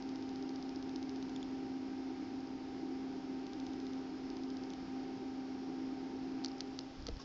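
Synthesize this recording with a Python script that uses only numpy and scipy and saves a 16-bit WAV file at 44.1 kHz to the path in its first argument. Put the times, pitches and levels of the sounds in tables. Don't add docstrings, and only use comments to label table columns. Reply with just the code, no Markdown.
import sys
import numpy as np
from scipy import signal
from scipy.fft import rfft, irfft
from scipy.io import wavfile
from scipy.ndimage import uniform_filter1d

SR = 44100
rng = np.random.default_rng(int(sys.argv[2]) if len(sys.argv) > 2 else 0)


def gain_from_db(level_db):
    decades = np.asarray(level_db, float) / 20
    return 10 ** decades


def generate_wav(sig):
    pcm = np.round(np.clip(np.atleast_2d(sig).T, -1, 1) * 32767).astype(np.int16)
    wavfile.write(sys.argv[1], SR, pcm)


N = 319284

# t/s, peak level/dB, second slip/dB, dullness/(dB/octave)
SNAPS = [
    (6.4463, -22, 1, -7),
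    (6.6058, -24, 4, -1.5),
    (6.7897, -26, 5, -1.5),
    (7.0675, -28.5, -3, -3),
    (7.0865, -33.5, -4, 1.5),
]


def unit(x):
    return x / np.sqrt(np.mean(x ** 2))


def shape(x, points):
    hz, db = np.transpose(points)
    f = np.maximum(np.fft.rfftfreq(N, 1 / SR), 1)
    return irfft(rfft(x) * gain_from_db(np.interp(np.log(f), np.log(hz), db)), N)


def ring(x, hz, width_hz):
    return signal.lfilter(*signal.iirpeak(hz, hz / width_hz, fs=SR), x)


def walk(rate_hz):
    k = int(SR / rate_hz)
    held = np.repeat(rng.standard_normal(N // k + 1), k)
    return unit(uniform_filter1d(uniform_filter1d(held, k), k)[:N])


def curve(table):
    s, value = np.transpose(table)
    return np.interp(np.arange(N) / SR, s, value)


def add(out, s, x):
    i = int(s * SR)
    out[i:i + len(x)] += x[:N - i]


def impulse(length, grit, fall_samples):
    blow = grit * rng.standard_normal(length) * np.exp(-np.arange(length) / fall_samples)
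    blow[0] += 1
    return blow


def decay(db, hz, t60_s, push_s=0.00044):
    t = np.arange(4000) / SR
    return gain_from_db(db - 60 * t / t60_s) * np.minimum(t / push_s, 1) * np.sin(2 * np.pi * hz * t)


def swell(start_s, end_s, db, rise_db_s, fall_db_s):
    t = np.arange(N) / SR
    return gain_from_db(db - rise_db_s * np.maximum(start_s - t, 0) - fall_db_s * np.maximum(t - end_s, 0))


def hiss():
    # f/Hz, density/(dB/Hz)
    hiss_density = [(20, -12.5), (33, -6), (52, -7.5), (80, -4.5), (140, -4), (450, -10.5), (620, -10),
                    (1050, -16.5), (1800, -19), (2250, -21), (2550, -20), (3000, -20), (3800, -21.5),
                    (4300, -20.5)]
    level_db = -55 + .3 * walk(5)
    return gain_from_db(level_db) * unit(shape(rng.standard_normal(N), hiss_density))


def supply_coils():
    # f/Hz, level/dB
    whistles = [(5330, -86), (5592, -81.5)]
    t = np.arange(N) / SR
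    return sum(gain_from_db(db + 2.5 * walk(3.1)) * np.sin(2 * np.pi * hz * t + walk(2.8)) for hz, db in whistles)


def wind_buffet():
    # f/Hz, density/(dB/Hz)
    buffet_tilt = [(12, -8.5), (30, 4), (60, -2.5), (120, -9), (250, -14), (500, -59.5)]
    gust = unit(shape(rng.standard_normal(N), buffet_tilt)) * gain_from_db(2.5 * walk(40))
    bed = swell(6.99, 7.18, db=-57, rise_db_s=151, fall_db_s=400)
    jolt = swell(7.11, 7.11, db=-54, rise_db_s=250, fall_db_s=250)
    return gust * (bed + jolt)


def air_puffs():
    # t/s, peak level/dB, length/ms
    puffs = [
        (6.99, -45, 17),
        (7.024, -47, 16),
        (7.056, -48, 13),
        (7.097, -43, 17),
        (7.124, -41, 22),
        (7.164, -42, 12),
    ]
    out = np.zeros(N)
    for s, db, ms in puffs:
        swing = np.gradient(np.hanning(int(ms * SR / 1000)))
        add(out, s, rng.choice([-1, 1]) * gain_from_db(db) * swing / swing.max())
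    return out


def finger_slide():
    rub = unit(ring(rng.standard_normal(N), 5300, 2400)) * gain_from_db(1.7 * walk(400))
    return rub * swell(7.2, 7.222, db=-57.5, rise_db_s=1500, fall_db_s=900)


def finger_taps():
    # t/s, level/dB, f/Hz
    taps = [
        (7.069, -57, 1300),
        (7.197, -49, 1090),
        (7.2, -59, 1610),
    ]
    out = np.zeros(N)
    for s, db, hz in taps:
        add(out, s, decay(db, hz, t60_s=0.059))
    return out


def body_knocks():
    # f/Hz, level/dB, t60/s
    body_modes = [(300, 1.5, .03), (470, 2.5, 0.043), (644, -5.5, 0.043), (950, -21, .02),
                  (1320, -11.5, .025), (1570, -13, .02), (2000, -15, .018), (2450, -14.5, .013)]
    knock_s, knock_db, flex_s = 7.0838, -35, 0.00215
    snap_share_db = -9
    out = np.zeros(N)
    for k, (hz, mode_db, t60_s) in enumerate(body_modes):
        upper = k > 2
        push_s = .0004 if upper else .003
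        add(out, knock_s + flex_s * upper, decay(knock_db + mode_db, hz, t60_s, push_s))
        if upper:
            for s, db, *_ in SNAPS:
                add(out, s, decay(db + snap_share_db + mode_db, hz, t60_s / 2))
    return out


def creaks():
    # t/s, peak level/dB, f/Hz
    slips = [(6.44, -40, 4900), (6.4523, -48, 5600), (6.4601, -28.5, 5030), (6.4815, -41, 5900),
             (6.4848, -41, 4500), (6.5166, -44, 5000), (6.5822, -41, 5600), (6.593, -54, 5000),
             (6.6096, -36, 5400), (6.8097, -45, 5000), (7.003, -52, 5000), (7.024, -44, 5300),
             (7.0748, -42, 5000), (7.0838, -43, 3600), (7.089, -49, 4000), (7.169, -43, 4900),
             (7.2, -44, 5600)]
    width_hz, grit_ms = 1470, .5
    out = np.zeros(N)
    for s, db, hz in slips:
        blow = impulse(400, 0.17, grit_ms * SR / 1000)
        sound = ring(ring(blow, hz, width_hz), hz, 2 * width_hz)
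        add(out, s, gain_from_db(db) * sound / np.abs(sound).max())
    return out


def seam_snaps():
    # f/Hz, width/Hz, level/dB
    shell_modes = [(1300, 990, -1.5), (2120, 800, -16), (2780, 710, -6), (4380, 1060, 4.5), (5800, 910, 7),
                   (6660, 1620, 3)]
    gap_ms = .68
    out = np.zeros(N)
    for s, db, later_db, dull_db in SNAPS:
        blow = impulse(400, .03, 30)
        rebound = np.roll(ring(blow, 4500, 3900), int(gap_ms * SR / 1000))
        push = blow + gain_from_db(later_db + 8.5) * rebound
        sound = np.zeros(len(push))
        for k, (hz, width_hz, mode_db) in enumerate(shell_modes):
            mode_gain = gain_from_db(mode_db - dull_db * np.log2(hz / 5000))
            sound += (-1) ** k * mode_gain * ring(push, hz, width_hz)
        add(out, s, gain_from_db(db) * sound / np.abs(sound).max())
    return out


def stalled_steps():
    # t/s, level/dB, f/Hz
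    whines = [
        (1.361, -46, 3460),
        (1.428, -47, 3410),
    ]
    t = np.arange(125) / SR
    out = np.zeros(N)
    for s, db, hz in whines:
        tone = np.sin(2 * np.pi * hz * t)
        octave = gain_from_db(3.5) * np.sin(2 * 2 * np.pi * hz * t)
        noise = gain_from_db(-4) * rng.standard_normal(len(t))
        add(out, s, gain_from_db(db) * signal.windows.tukey(len(t), .3) * (tone + octave + noise))
    return out


def lens_motor():
    # first t/s, last t/s, level/dB, fade over run/dB, tooth fall-back/dB
    runs = [(0.0235, .4249, -54.5, -0.5, -1), (0.4917, .826, -54, -2, 2), (.893, .893, -53, 0, -10),
            (0.9593, .9592, -48.5, 0, -1), (1.0272, 1.1594, -51.5, -2.5, -2),
            (1.226, 1.2948, -51, -2.5, -9), (2.404, 2.472, -67.5, 0.5, 8.5),
            (3.4664, 3.6661, -53, 1.5, -6.5), (3.734, 3.9335, -53.5, -1, -8), (4.301, 4.6359, -56, 1, 2),
            (4.7029, 4.7022, -49.5, 0, -17), (4.7352, 4.7356, -49, 0, -19), (5.1731, 5.1731, -68, 0, 6)]
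    # f/Hz, width/Hz, level/dB
    barrel_modes = [(3680, 1400, 7.5), (4940, 660, 7), (6100, 820, 13.5)]
    step_s, scatter_db, top_db = .0669, 1.2, -6
    out = np.zeros(N)
    for first_s, last_s, run_db, fade_db, back_db in runs:
        for part in np.linspace(0, 1, round((last_s - first_s) / step_s) + 1):
            s = first_s + (last_s - first_s) * part
            blow = impulse(300, .05, 40)
            for k, (hz, width_hz, mode_db) in enumerate(barrel_modes):
                tone = ring(ring(blow, hz, width_hz), hz, 2 * width_hz)
                db = run_db + fade_db * part + mode_db + (0, back_db, top_db)[k]
                db += scatter_db * rng.standard_normal()
                delay_s = 0.00045 + .0006 * (k == 1)
                add(out, s + delay_s, gain_from_db(db) * tone / tone.max())
    return out


def fan_tones(near_db):
    # t/s, blade rate/Hz
    speed = [
        (0, 264.25),
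        (.75, 264.35),
        (1.75, 264.05),
        (3.25, 263.5),
        (4.75, 262.9),
        (5.3, 262.6),
        (5.75, 263),
        (6.25, 264.05),
        (6.75, 264.3),
        (7.24, 264.3),
    ]
    orders = [(7, 0, .9), (14, -34, 1.5), (21, -16.5, 1.2), (24, -25, 1.0), (42, -34, 2.5)]
    blades, upper_shadow = 7, .6
    shaft_hz = curve(speed) * (1 + .0003 * walk(6)) / blades
    turn = 2 * np.pi * np.cumsum(shaft_hz) / SR
    tones = np.zeros(N)
    for k, db, wobble_db in orders:
        shadow = upper_shadow if k > blades else 1
        gain = gain_from_db(db + wobble_db * walk(9) + shadow * near_db)
        tones += gain * np.sqrt(2) * np.sin(round(k) * turn + 2 * np.pi * rng.random())
    return gain_from_db(-45) * tones


def case_air(near_db):
    # f/Hz, width/Hz, level/dB
    case_modes = [(201.7, 45, -8.5), (271.5, 38, -1), (301.2, 11, 2.5), (318.5, 13, 1.5), (338.7, 18, -3),
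                  (362, 15, -5.5), (390.6, 42.5, -3.5), (721, 45, -14.5), (767, 45, -14.5),
                  (928, 86, -19.5), (1249, 250, -25), (1546, 320, -30), (2180, 470, -29.5)]
    air = np.zeros(N)
    for hz, width_hz, db in case_modes:
        noise = rng.standard_normal(N)
        air += gain_from_db(db + 0.35 * walk(4)) * ring(ring(noise, hz, width_hz), hz, 2.08 * width_hz)
    direct, room = gain_from_db(-48.5 + 1.4 * near_db), gain_from_db(-59)
    return np.hypot(direct, room) * unit(air)


def fan():
    # t/s, level/dB
    nearness = [
        (0, 0),
        (2, -.5),
        (6.2, -.5),
        (6.4, 1),
        (6.6, -1),
        (6.75, -3.5),
        (6.9, -8),
        (7.0, -10),
        (7.12, -15.5),
        (7.24, -14),
    ]
    near_db = curve(nearness)
    return fan_tones(near_db) + case_air(near_db)


def scene():
    background = hiss() + supply_coils()
    air = wind_buffet() + air_puffs()
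    fingers = finger_slide() + finger_taps() + body_knocks()
    plastic = creaks() + seam_snaps()
    lens = stalled_steps() + lens_motor()
    return (background + air + fingers + plastic + lens + fan())[None]


def band_limit(x):
    return signal.sosfilt(signal.butter(12, 8700, fs=SR, output="sos"), x)


def record(dry):
    # f/Hz, level/dB
    port = [(4300, 1), (5200, 4), (5800, -3.5), (6500, -7.5), (7200, -14.5), (7700, -25.5), (8000, -42),
            (8450, -30), (9000, -51.5)]
    mix = shape(dry[0], port)[None]
    return band_limit(mix)


dry = scene()
out = record(dry)
generate_wav(out)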